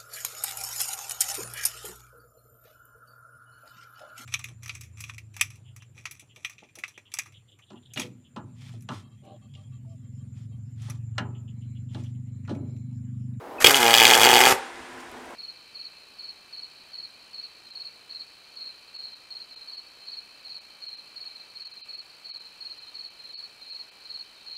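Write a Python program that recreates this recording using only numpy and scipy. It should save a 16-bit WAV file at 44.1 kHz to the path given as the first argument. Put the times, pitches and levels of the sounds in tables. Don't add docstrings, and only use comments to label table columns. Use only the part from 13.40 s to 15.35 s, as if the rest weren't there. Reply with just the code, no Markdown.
import sys
import numpy as np
from scipy import signal
from scipy.io import wavfile
from scipy.ndimage import uniform_filter1d

SR = 44100
rng = np.random.default_rng(int(sys.argv[2]) if len(sys.argv) > 2 else 0)


def store_pcm(level_fs):
    pcm = np.round(np.clip(level_fs, -1, 1) * 32767).astype(np.int16)
    wavfile.write(sys.argv[1], SR, np.atleast_2d(pcm).T)


def elevation(decibels):
    levels = np.asarray(decibels, float)
    return 10 ** (levels / 20)


N = 85995

# (time [s], shorts so far [count])
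SHORT_CLOCK = [(0.2702, 0), (0.2999, 4), (0.3872, 16), (0.4285, 21), (0.5574, 36), (0.6357, 45),
               (0.6864, 51), (0.744, 58), (0.7853, 63), (0.7972, 64), (0.816, 66), (0.8587, 71),
               (0.8893, 75), (0.9482, 82), (0.9972, 88), (1.0708, 97), (1.1256, 104)]
# (time [s], pop level [dB], crack level [dB])
ARC_POWER = [(.275, -24.5, -40), (.36, -26.5, -19.5), (.46, -18, -21), (.55, -21.5, -9.5),
             (.72, -18.5, -9.5), (.765, -18.5, -13), (.84, -20, -14.5), (1.06, -16.5, -16.5),
             (1.13, -20.5, -28.5)]
# (time [s], crack level [dB], thump level [dB], fizz decay [s])
ARC_STRIKE = [
    (0.2442, 8.5, -11, 0.0044),
    (0.2463, 5, -1.5, .002),
    (0.263, 8, -14, 0.0012),
    (0.269, 12.5, -29, 0.0023),
    (.2803, -9, -9.5, .0006),
    (0.2859, -5.5, -25.5, .0006),
    (0.2957, 0, -42, .001),
]


def evened(x):
    return x / np.sqrt(np.mean(x ** 2) + 1e-20)


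def read(points, hz):
    f, value = np.transpose(points)
    return np.interp(np.log(hz + 1), np.log(f + 1), value)


def curve(rows, t, axis=1):
    return np.interp(t, np.array(rows)[:, 0], np.array(rows)[:, axis])


def colour(x, points):
    hz = abs(np.fft.fftfreq(4096, 1 / SR))
    log_gain = np.log(elevation(read(points, hz)))
    taps = np.fft.ifft(np.exp(np.conj(signal.hilbert(log_gain)))).real[:2048]
    return signal.oaconvolve(x, taps / np.linalg.norm(taps))[:len(x)]


def resonate(x, hz, width):
    r = np.exp(-np.pi * width / SR)
    return signal.lfilter([1 - r, 0, r - 1], [1, -2 * r * np.cos(2 * np.pi * hz / SR), r * r], x)


def train(s, size):
    return np.bincount(np.round(s * SR).astype(int), size, N)[:N]


def spark(s, size, fizz_s):
    clicks = train(s, size)
    decay = np.exp(-1 / (fizz_s * SR))
    fizz = signal.lfilter([1], [1, -decay], clicks) * rng.standard_normal(N)
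    return clicks + elevation(-12) * fizz


def shorts():
    # (time [s], timing scatter [ms], crack lag [ms])
    steadiness = [(.27, .07, 1.6), (.53, .09, 1.2), (.57, .4, .6), (.8, .5, .5), (.95, .4, .5),
                  (1.13, .25, .6)]
    s, count = np.transpose(SHORT_CLOCK)
    even = np.interp(np.arange(count[-1] + 1), count, s)
    smooth = uniform_filter1d(even, size=3)[1:-1]
    even = np.r_[even[0], smooth, even[-1]][1:]
    scatter = curve(steadiness, even) / 1000
    lag = curve(steadiness, even, axis=2) / 1000
    return even, scatter, lag, rng.standard_normal((len(even), 5))


def cracks(pop_s, even, lag, chance):
    # (time [s], peak level [dB])
    hard_breaks = [(0.3087, -3), (0.3445, -3), (0.3672, -6), (0.4306, -4), (0.4647, -6), (0.5075, -3),
                   (0.5498, 0), (0.5832, -1), (0.6084, -1), (0.6179, -1), (0.6269, -2), (0.6681, 0),
                   (0.703, -1), (0.7111, 0), (0.7358, -1), (0.7441, -3), (0.7972, -2), (0.8333, 0),
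                   (0.8418, 0), (0.8586, -1), (0.9062, -4), (0.9147, -2), (0.9479, -3), (0.9559, -2),
                   (0.9899, -2), (1.0048, -3), (1.0131, -1), (1.0537, -2), (1.0621, -3), (1.0782, -4)]
    s = pop_s + lag + 0.00035 * chance[:, 2]
    db = curve(ARC_POWER, even, axis=2) + 14.5 + 4.5 * chance[:, 3]
    hard_s, hard_db = np.transpose(hard_breaks)
    near = abs(s[:, None] - hard_s).argmin(0)
    s[near] = hard_s
    db[near] = hard_db + 5.5
    db[:3] -= 12
    return s, db


def nozzle_ring(sparks):
    # (frequency [Hz], width before widening 4.5 times [Hz], level [dB])
    nozzle_modes = [(2400, 53, -3.5), (3140, 76, 4), (3140, 130, -7), (4490, 174, -6), (4470, 53, -10.5),
                    (6070, 43, -8.5), (7200, 81, -14.5)]
    return sum(elevation(db) * resonate(sparks, hz, 4.5 * width) for hz, width, db in nozzle_modes)


def arc():
    # (frequency [Hz], level [dB])
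    pop_spectrum = [(40, -43.5), (110, -12), (250, -6.5), (480, 1.5), (600, -0.5), (830, 7), (1200, -6),
                    (2800, -5.5), (5000, -32.5)]
    # (frequency [Hz], level [dB])
    crack_spectrum = [(500, -33), (1300, -9.5), (2300, -2), (3400, -6.5), (4000, -22), (6500, -13),
                      (10000, -18.5), (15500, -13.5)]
    spit_decay_s, bench_echo_s, bench_echo_db = .0018, .0024, -7.5

    even, scatter, lag, chance = shorts()
    pop_s = even - .0006 + scatter * chance[:, 0]
    pop_db = curve(ARC_POWER, even) + 3 + 7400 * scatter * chance[:, 1]
    pops = train(pop_s, elevation(pop_db))

    crack_s, crack_db = cracks(pop_s, even, lag, chance)
    sparks = spark(crack_s, elevation(crack_db), .0013)
    spit_db = .5 * crack_db - 36 + 11 * chance[:, 4]
    spit = spark(crack_s, elevation(spit_db), spit_decay_s)

    thumps = np.zeros(N)
    for at, strike_db, thump_db, fizz_s in ARC_STRIKE:
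        when = np.array([at])
        sparks += spark(when, elevation([strike_db]), fizz_s)
        spit += spark(when, elevation([-3]), spit_decay_s)
        thumps += train(when, elevation([thump_db]))

    x = 11 * colour(pops, pop_spectrum)
    x += 0.55 * colour(sparks, crack_spectrum)
    x += 2.25 * elevation(-1.5) * nozzle_ring(sparks)
    x += 25 * resonate(thumps, 480, 330) + 12 * resonate(thumps, 244, 350)
    x += resonate(spit, 12200, 3200)
    return x + elevation(bench_echo_db) * np.roll(x, round(bench_echo_s * SR))


def arc_column():
    # (time [s], first partial level [dB], second partial level [dB])
    breathing = [(.27, -64, -52), (.29, -42, -35), (.42, -42.5, -34.5), (.55, -41, -43.5), (.7, -37, -37),
                 (.8, -45, -40.5), (1.1, -43, -39.5), (1.13, -60, -39), (1.14, -80, -80)]
    t = np.arange(N) / SR
    turns = uniform_filter1d(curve(SHORT_CLOCK, t), size=400)
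    x = np.zeros(N)
    for k in (1, 2):
        x += elevation(curve(breathing, t, axis=k)) * np.sqrt(2) * np.sin(2 * np.pi * k * turns)
    return x * (t > SHORT_CLOCK[0][0])


def gas_valve():
    start_s, length_s, whistle_hz, whistle_db = .183, .0195, 2550, -36
    t = np.arange(N) / SR
    gate = np.clip(np.minimum(t - start_s, start_s + length_s - t) / .002, 0, 1)
    return elevation(whistle_db) * gate * np.sin(2 * np.pi * whistle_hz * t)


def contactor():
    # (time [s], level [dB])
    knocks = [
        (.2113, -19),
        (.2338, -26),
    ]
    s, db = np.transpose(knocks)
    knock = spark(s, -elevation(db), .003)
    return 9 * resonate(knock, 850, 450) + 4 * resonate(knock, 1500, 600)


def gas():
    # (frequency [Hz], level [dB])
    hiss_spectrum = [(300, -12.5), (1500, 4.5), (3200, -6), (4500, -5), (7000, -3.5), (10000, -8),
                     (13500, -7.5), (15500, -31)]
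    # (time [s], level [dB])
    hiss_level = [(.199, -74), (.204, -30.5), (.24, -26.5), (.26, -23), (.5, -27.5), (1.125, -23),
                  (1.14, -39), (1.22, -67)]
    # (frequency [Hz], level [dB])
    trail_spectrum = [(600, -18), (1500, 4.5), (3000, -4.5), (6000, -13.5), (9500, -15), (11500, -31),
                      (15500, -44)]
    # (time [s], level [dB])
    trail_level = [(1.1, -65), (1.15, -36.5), (1.3, -45), (1.5, -46.5), (1.75, -48.5), (1.95, -50)]
    t = np.arange(N) / SR
    flicker = evened(uniform_filter1d(rng.standard_normal(N), 300))
    hiss = colour(rng.standard_normal(N), hiss_spectrum) * elevation(curve(hiss_level, t) + 3.7 * flicker)
    trail_db = curve(trail_level, t) - 60 * (t < trail_level[0][0])
    return hiss + colour(rng.standard_normal(N), trail_spectrum) * elevation(trail_db)


def cooling_ticks():
    # (time [s], level [dB], frequency [Hz])
    ticks = [
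        (1.602, -37, 6000),
        (1.6065, -31, 5500),
        (1.613, -39, 7000),
        (1.641, -47, 7000),
        (1.696, -42, 8000),
        (1.716, -33, 9300),
        (1.857, -39, 9000),
        (1.907, -40, 9000),
    ]
    x = np.zeros(N)
    for at, db, hz in ticks:
        x += 3 * resonate(spark(np.array([at]), elevation([db]), 0.00041), hz, 2500)
    return x


def shop():
    # (frequency [Hz], level [dB])
    fan_spectrum = [(30, -37), (120, -26), (200, -12), (350, -3), (800, -1.5), (2400, -23.5), (6000, -36.5),
                    (15500, -36)]
    # (time [s], level [dB])
    fan_level = [(0, -43), (.2, -39), (1.3, -57.5), (1.6, -52.5), (1.95, -46.5)]
    # (frequency [Hz], width [Hz], level [dB])
    hum_bands = [(254, 11.2, -54.5), (351, 16, -53), (451, 17, -55.5), (759, 210, -51), (1000, 81, -52.5)]
    t = np.arange(N) / SR
    swell = evened(uniform_filter1d(rng.standard_normal(N), 3000))
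    x = colour(rng.standard_normal(N), fan_spectrum) * elevation(curve(fan_level, t) + 0.23 * swell)
    x += elevation(-65.5 + 5.5 * swell) * evened(resonate(rng.standard_normal(N), 53, 88))
    for hz, width, db in hum_bands:
        x += elevation(db) * evened(resonate(rng.standard_normal(N), hz, width))
    return x


def room(x):
    # (frequency [Hz], time to fall 60 dB [s])
    decay_times = [(200, 0.18), (600, 0.45), (1500, 0.21), (4000, 0.13), (10000, 0.13)]
    taps = np.zeros(SR)
    at = np.arange(300, SR - 20, 20)
    taps[at + rng.integers(0, 20, len(at))] = rng.choice([-1., 1.], len(at))
    hz, t, z = signal.stft(taps, SR, nperseg=256)
    fade = elevation(-60 * t / read(decay_times, hz)[:, None])
    tail = signal.istft(z * fade, SR, nperseg=256)[1]
    return signal.fftconvolve(x, tail / np.linalg.norm(tail))[:N]


def scene():
    near = arc() + gas_valve() + contactor() + gas() + cooling_ticks()
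    return (near + arc_column() + elevation(-11.5) * room(near) + shop())[None]


def top_cut(x):
    return signal.sosfilt(signal.butter(12, 15690, fs=SR, output="sos"), x)


def record(dry):
    ceiling, strike_ceiling, catch_up_s = 1, 1.05, .04
    late = np.maximum(np.arange(N) / SR - ARC_STRIKE[3][0], 0)
    top = ceiling + (strike_ceiling - ceiling) * np.exp(-late / catch_up_s)
    limited = dry / (1 + (dry / top) ** 4) ** 0.17
    return top_cut(limited)


dry = scene()
out = record(dry)
store_pcm(out)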